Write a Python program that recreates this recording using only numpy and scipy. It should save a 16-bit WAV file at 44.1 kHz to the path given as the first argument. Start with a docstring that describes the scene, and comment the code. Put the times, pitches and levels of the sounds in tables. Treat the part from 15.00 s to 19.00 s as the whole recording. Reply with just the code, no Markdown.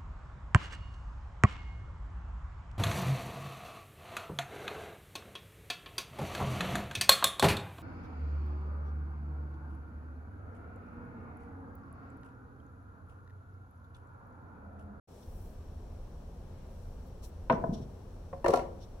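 """Ventilation rumbles in a small quiet room, heard from the floor; carpet and cloth rustle faintly.
A golf ball, putted over the carpet, bangs on the lip of a felt-covered wooden ramp at 2.5 s and rings
its modes. It bounces ever more softly, each landing flexing the board, and rolls uphill with a fading
rumble. From 3.3 s it tips over the rim of a hole and rattles down into it: the wooden box knocks
hollowly and the ball's hard shell clicks."""
import sys
import numpy as np
from scipy import signal
from scipy.fft import rfft, irfft, next_fast_len
from scipy.io import wavfile

SR = 44100
rng = np.random.default_rng(int(sys.argv[2]) if len(sys.argv) > 2 else 0)


def pcm_store(signal):
    """Save signal as 16-bit PCM."""
    levels = np.round(np.clip(np.atleast_2d(signal), -1, 1) * 32767)
    wavfile.write(sys.argv[1], SR, levels.astype(np.int16).T)


N = 176400


def amp(db):
    """Decibels to gain."""
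    return 10 ** (np.asarray(db) / 20)


def along(points, hz):
    """Interpolate (frequency, value) points on a log axis."""
    freqs, values = np.transpose(points)
    return np.interp(np.log(hz + 1), np.log(freqs + 1), values)


def filtered(x, response):
    """Apply a zero-phase gain given as a function of frequency."""
    size = x.shape[-1]
    padded = next_fast_len(2 * size)
    return irfft(rfft(x, padded) * response(np.fft.rfftfreq(padded, 1 / SR)), padded)[..., :size]


def fade(t, t60_s):
    """Exponential decay."""
    return np.exp(-np.log(1000) * t / t60_s)


def onset(t, attack_s):
    """Exponential rise to 1."""
    return 1 - np.exp(-t / attack_s)


def swell(peak_s, rise_s, fall_s):
    """Bell envelope with separate rise and fall."""
    t = np.arange(N) / SR
    return np.exp(-((t - peak_s) / np.where(t < peak_s, rise_s, fall_s)) ** 2 / 2)


def pan(db):
    """Stereo gains: left up, right down by db."""
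    return amp([[db], [-db]])


def add(track, start_s, sound):
    """Mix a sound in at start_s."""
    i = round(start_s * SR)
    track[:, i:i + sound.shape[1]] += sound[:, :N - i]


# Left-right likeness of the room's sound: (frequency [Hz], coherence [0..1])
ROOM_COHERENCE = [(100, 1), (300, 0.72), (700, 0.35), (1500, .1), (5000, 0.013)]


def noise(colour_db, size=N, coherence=ROOM_COHERENCE):
    """Stereo noise of rms 1; the mid/side balance sets the coherence at each frequency."""
    def mid_side_gains(hz):
        angle = np.arccos(np.clip(along(coherence, hz), -1, .9995)) / 2
        return amp(colour_db(hz)) * [np.cos(angle), np.sin(angle)]
    mid, side = filtered(rng.standard_normal((2, size)), mid_side_gains)
    stereo = np.array([mid + side, mid - side])
    return stereo / np.sqrt(np.mean(stereo ** 2) + 1e-20)


# Room decay: (frequency [Hz], t60 [s])
ROOM_T60 = [(100, 1), (500, 0.53), (1200, .42), (4000, 0.28), (12000, .22)]


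def in_room(sound, wet_db=-11):
    """Add a diffuse tail whose treble dies first."""
    size = sound.shape[1]
    hz, t, spectrum = signal.stft(noise(np.zeros_like, size), SR, nperseg=256)
    spectrum = spectrum * fade(t, along(ROOM_T60, hz)[:, None]) * onset(t, attack_s=0.0045)
    tail = signal.istft(spectrum, SR, nperseg=256)[1]
    tail /= np.linalg.norm(tail[0])
    return sound + amp(wet_db) * signal.fftconvolve(sound, tail, axes=1)[:, :size]


# Ventilation spectrum: (frequency [Hz], gain [dB])
VENT_COLOUR = [(12, -55), (20, 1), (38, -1), (87, -5), (116, -12), (238, -16), (282, -21.5), (306, -22.5),
               (519, -20), (565, -22.5), (906, -29), (1670, -40), (1980, -45.5), (5690, -47), (15500, -55)]
# Its left-right likeness: (frequency [Hz], coherence [0..1])
VENT_COHERENCE = [(60, 1), (150, .96), (400, .78), (1000, .45), (3000, .1), (12000, .05)]


def ventilation():
    """Steady rumble and hiss, with a narrow noise band as a fuzzy hum."""
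    hum_hz, half_width_hz = 83.8, 8.3
    air = noise(lambda hz: along(VENT_COLOUR, hz), N, VENT_COHERENCE)
    hum = noise(lambda hz: -20 * np.log10(1 + ((hz - hum_hz) / half_width_hz) ** 2), N, VENT_COHERENCE)
    return amp(-45.5) * air + amp(-53.5) * hum


# Swishes: (peak time [s], rise [s], fall [s], level [dB], band centre [Hz])
RUSTLES = [(.18, 0.068, .08, -70, 7000), (.41, 0.13, .1, -65.5, 12500), (1.62, 0.11, .06, -73.5, 1700),
           (1.78, .08, 0.21, -74, 9000), (2.075, .008, 0.0096, -68, 13000), (2.245, 0.011, .014, -55, 6000),
           (2.272, .028, .02, -63, 12900)]


def rustles():
    """Carpet and cloth swish: swelling noise bands, 6 dB down an octave off centre."""
    out = np.zeros((2, N))
    for peak_s, rise_s, fall_s, db, centre_hz in RUSTLES:
        band = noise(lambda hz: -6 * np.log2((hz + 1) / centre_hz) ** 2)
        out += amp(db) * swell(peak_s, rise_s, fall_s) * band
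    return out


# Scuffs: (peak time [s], rise [s], fall [s], level [dB])
SCUFFS = [(.232, .004, 0.0088, -68.5), (2.525, 0.0022, 0.0033, -55), (2.545, .015, 0.017, -64.5),
          (2.743, .009, 0.012, -54.5), (2.78, 0.0092, .015, -64), (2.826, .012, 0.0155, -67),
          (3.836, 0.0216, 0.011, -61)]
# Scuff spectrum: (frequency [Hz], gain [dB])
SCUFF_COLOUR = [(1500, -25), (2600, -11.5), (3300, 3.5), (4600, -3.5), (5700, 2.5), (7000, -9),
                (10000, -13), (15000, -22.5)]


def scuffs():
    """Short dry puffs of bright noise."""
    envelope = sum(amp(db) * swell(peak_s, rise_s, fall_s) for peak_s, rise_s, fall_s, db in SCUFFS)
    return envelope * noise(lambda hz: along(SCUFF_COLOUR, hz))


def ringing(modes, t):
    """Damped modes, excited anew by each blow; they arrive left and right out of step."""
    scatter_db, spread_rad_per_khz = 5, 0.35
    ring = np.zeros((2, len(t)))
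    for k, (hz, db, t60_s) in enumerate(modes):
        phase = spread_rad_per_khz * rng.normal() * hz / 1000 * np.array([[1], [-1]])
        gain = (-1) ** k * amp(db + scatter_db * rng.normal())
        ring += gain * fade(t, t60_s) * np.sin(2 * np.pi * hz * t + phase)
    return ring


def knock(modes, grain, grain_db, lowpass_hz, highpass_hz, grain_t60_s, attack_s):
    """Wood rings in clear modes over dense grain; soft contact cuts treble, a stiff spot cuts bass."""
    t = np.arange(SR // 2) / SR
    dense = amp(grain_db) * fade(t, grain_t60_s) * noise(lambda hz: along(grain, hz), len(t))
    wood = (ringing(modes, t) + dense) * onset(t, attack_s)
    softness = signal.butter(4, lowpass_hz, fs=SR, output="sos")
    stiffness = signal.butter(1, highpass_hz, "high", fs=SR, output="sos")
    blow = signal.sosfilt(np.vstack([softness, stiffness]), wood)
    return in_room(blow * pan(-0.33))


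# Blows on the ramp: (time [s], gain [dB], low-pass [Hz], high-pass [Hz], grain gain [dB])
RAMP_HITS = [(2.4978, -22, 2250, 50, 4), (2.5069, -16, 850, 150, -3), (2.527, -33.5, 1600, 301, 7.5),
             (2.638, -19, 1183, 500, -23)]
# Ramp modes: (frequency [Hz], gain [dB], t60 [s])
RAMP_MODES = [(132, -6, 0.059), (188, -14, 0.074), (230, -13.5, 0.16), (257.6, -8.5, 0.2),
              (436, -19.5, .13), (497, -2.5, 0.051), (593, -12, 0.067), (665.6, -6.5, .11),
              (981, -1, 0.047), (1066, -14, 0.056), (1286, -24, 0.14), (1490, -11, 0.04),
              (1710, -10.5, 0.027)]
# Spectrum of its dense weak modes: (frequency [Hz], gain [dB])
RAMP_GRAIN = [(80, -26), (200, -15), (600, -4), (1200, -6), (2000, -15.5), (3000, -13), (5000, -11),
              (15000, -31.5)]


def ramp_knocks():
    """The ball bangs on the wooden lip, then knocks on it three more times."""
    out = np.zeros((2, N))
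    for start_s, db, lowpass_hz, highpass_hz, grain_db in RAMP_HITS:
        blow = knock(RAMP_MODES, RAMP_GRAIN, grain_db, lowpass_hz, highpass_hz,
                     grain_t60_s=0.059, attack_s=0.001)
        add(out, start_s, amp(db) * blow)
    return out


# Rolling envelope: (time [s], level [dB])
ROLL_LEVEL = [(2.5, -62), (2.56, -45), (2.75, -45), (2.86, -55.5), (2.999, -63), (3.302, -80)]
# Rolling spectrum: (frequency [Hz], gain [dB])
ROLL_COLOUR = [(40, -10), (110, -21), (210, -6), (350, -2.5), (700, -11), (1200, -30), (3000, -54)]


def rolling():
    """The ball rolls up the felt with a fading rumble."""
    times_s, levels_db = np.transpose(ROLL_LEVEL)
    envelope = amp(np.interp(np.arange(N) / SR, times_s, levels_db, left=-120, right=-120))
    return envelope * noise(lambda hz: along(ROLL_COLOUR, hz))


# Landings on the felt: (time [s], gain [dB], pitch [Hz], t60 [s])
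THUDS = [(2.536, -25, 185, .05), (2.6925, -24.5, 163, 0.04), (2.723, -27.5, 215, 0.094),
         (2.801, -31, 208, 0.069), (2.816, -29.5, 134, 0.14), (2.827, -43, 275, 0.024)]


def thuds():
    """Cushioned by felt, each landing only flexes the board; the pitch depends on the spot."""
    overtone_ratio, overtone_db = 1.9, -14
    out, t = np.zeros((2, N)), np.arange(SR // 2) / SR
    for start_s, db, hz, t60_s in THUDS:
        flex = ringing([(hz, 0, t60_s), (hz * overtone_ratio, overtone_db, t60_s)], t)
        add(out, start_s, amp(db) * in_room(flex * onset(t, attack_s=0.0023), wet_db=-14.5))
    return out


# Contacts in the hole: (time [s], knock gain [dB], low-pass [Hz], high-pass [Hz], click gain [dB])
HOLE_HITS = [(3.329, -32.5, 1420, 100, -78), (3.4435, -15, 750, 450, -41.5), (3.4602, -16, 1660, 397, -37),
             (3.4808, -13, 840, 377, -31), (3.491, -13, 640, 100, -58), (3.5036, -35.5, 1230, 100, -37),
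             (3.527, -32, 1800, 400, -47), (3.5356, -8, 1050, 454, -30), (3.5415, -27, 1430, 900, -65),
             (3.5575, -36, 1190, 100, -35.5), (3.571, -24.5, 1240, 150, -39),
             (3.591, -29.5, 1820, 150, -50), (3.614, -41.5, 1770, 300, -63)]
# Modes of the hole and the box below: (frequency [Hz], gain [dB], t60 [s])
HOLE_MODES = [(154, -15.5, 0.085), (255.5, -26, 0.2), (350, -21, .19), (401.5, -21.5, 0.21),
              (453.5, -10.5, 0.061), (545.5, -7.5, 0.14), (651, -4, 0.029), (715, -13.5, .11),
              (967, -7, .06), (1035, -12, 0.058), (1127, -13.5, 0.067), (1376, -26.5, 0.11),
              (2660, -28, 0.043)]
# Spectrum of their dense modes: (frequency [Hz], gain [dB])
HOLE_GRAIN = [(80, -18), (320, -12), (560, 0), (1000, -4), (1450, -12), (3000, -5), (15000, -31)]
# Click spectrum of the hard shell: (frequency [Hz], gain [dB])
SHELL_COLOUR = [(500, -30), (1500, 7), (2600, 4), (3300, -1.5), (4300, 7), (5000, -2), (5800, 2),
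                (10000, -2.5), (15000, -14)]
# Rim clack modes: (frequency [Hz], gain [dB], t60 [s])
RIM_MODES = [(1790, -25, .055), (2720, -43, .03)]


def hole_rattle():
    """The ball clacks on the rim and rattles down: each contact is a hollow knock and a shell click."""
    out, t = np.zeros((2, N)), np.arange(SR // 2) / SR
    attack = onset(t, attack_s=0.0018)
    add(out, start_s=3.4435, sound=in_room(ringing(RIM_MODES, t) * attack))
    for start_s, db, lowpass_hz, highpass_hz, click_db in HOLE_HITS:
        blow = knock(HOLE_MODES, HOLE_GRAIN, grain_db=-2.5, lowpass_hz=lowpass_hz,
                     highpass_hz=highpass_hz, grain_t60_s=0.055, attack_s=0.00075)
        add(out, start_s, amp(db) * blow)
        click = noise(lambda hz: along(SHELL_COLOUR, hz), len(t)) * fade(t, t60_s=0.03) * attack
        add(out, start_s, amp(click_db) * in_room(click * pan(0.2), wet_db=-5))
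    return out


def scene():
    """The putt over the quiet sounds of the room."""
    ball = rolling() + ramp_knocks() + thuds() + hole_rattle()
    return ball + scuffs() + rustles() + ventilation()


# Microphone port resonances: (frequency [Hz], width [Hz], gain [dB])
PORT_PEAKS = [(4240, 440, 2.5), (5670, 500, 7.5), (7610, 340, 4.5), (9600, 230, 6.5), (11900, 370, 5.5)]
# Lean to the left: (frequency [Hz], left boost and right cut [dB])
PORT_LEAN = [(250, 0.45), (600, 1.5), (1200, 1.7), (2200, -0.4), (3200, 1), (4500, 0.9), (8000, 1.9),
             (15000, 3.2)]


def port_response(hz):
    """Gains of the two microphone ports: treble peaks, a treble shelf, a lean that spares the bass."""
    centred_below_hz = 300
    peaks_db = sum(db * np.exp(-((hz - peak_hz) / width_hz) ** 2) for peak_hz, width_hz, db in PORT_PEAKS)
    shelf_db = -4 * np.clip((hz - 3000) / 2000, 0, 1)
    lean_db = along(PORT_LEAN, hz) * np.clip(hz / centred_below_hz, 0, 1) ** 2
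    return amp(peaks_db + shelf_db + lean_db * np.array([[1], [-1]]))


def record(dry):
    """The ports colour the treble; the sound opens after a moment, the bass a little later."""
    open_s, open_ramp_s, top_hz = 0.081, 0.016, 15850
    bass_hz, early_bass_db, bass_full_s, bass_ramp_s = 140, -12, 0.312, 0.079
    t = np.arange(N) / SR
    x = filtered(dry, port_response)
    bass = filtered(x, lambda hz: 1 / (1 + (hz / bass_hz) ** 4))
    x -= bass * (1 - amp(early_bass_db)) * np.clip((bass_full_s - t) / bass_ramp_s, 0, 1)
    x *= np.clip((t - open_s) / open_ramp_s + .5, 0, 1)
    return filtered(x, lambda hz: hz < top_hz)


dry = scene()
out = record(dry)
pcm_store(out)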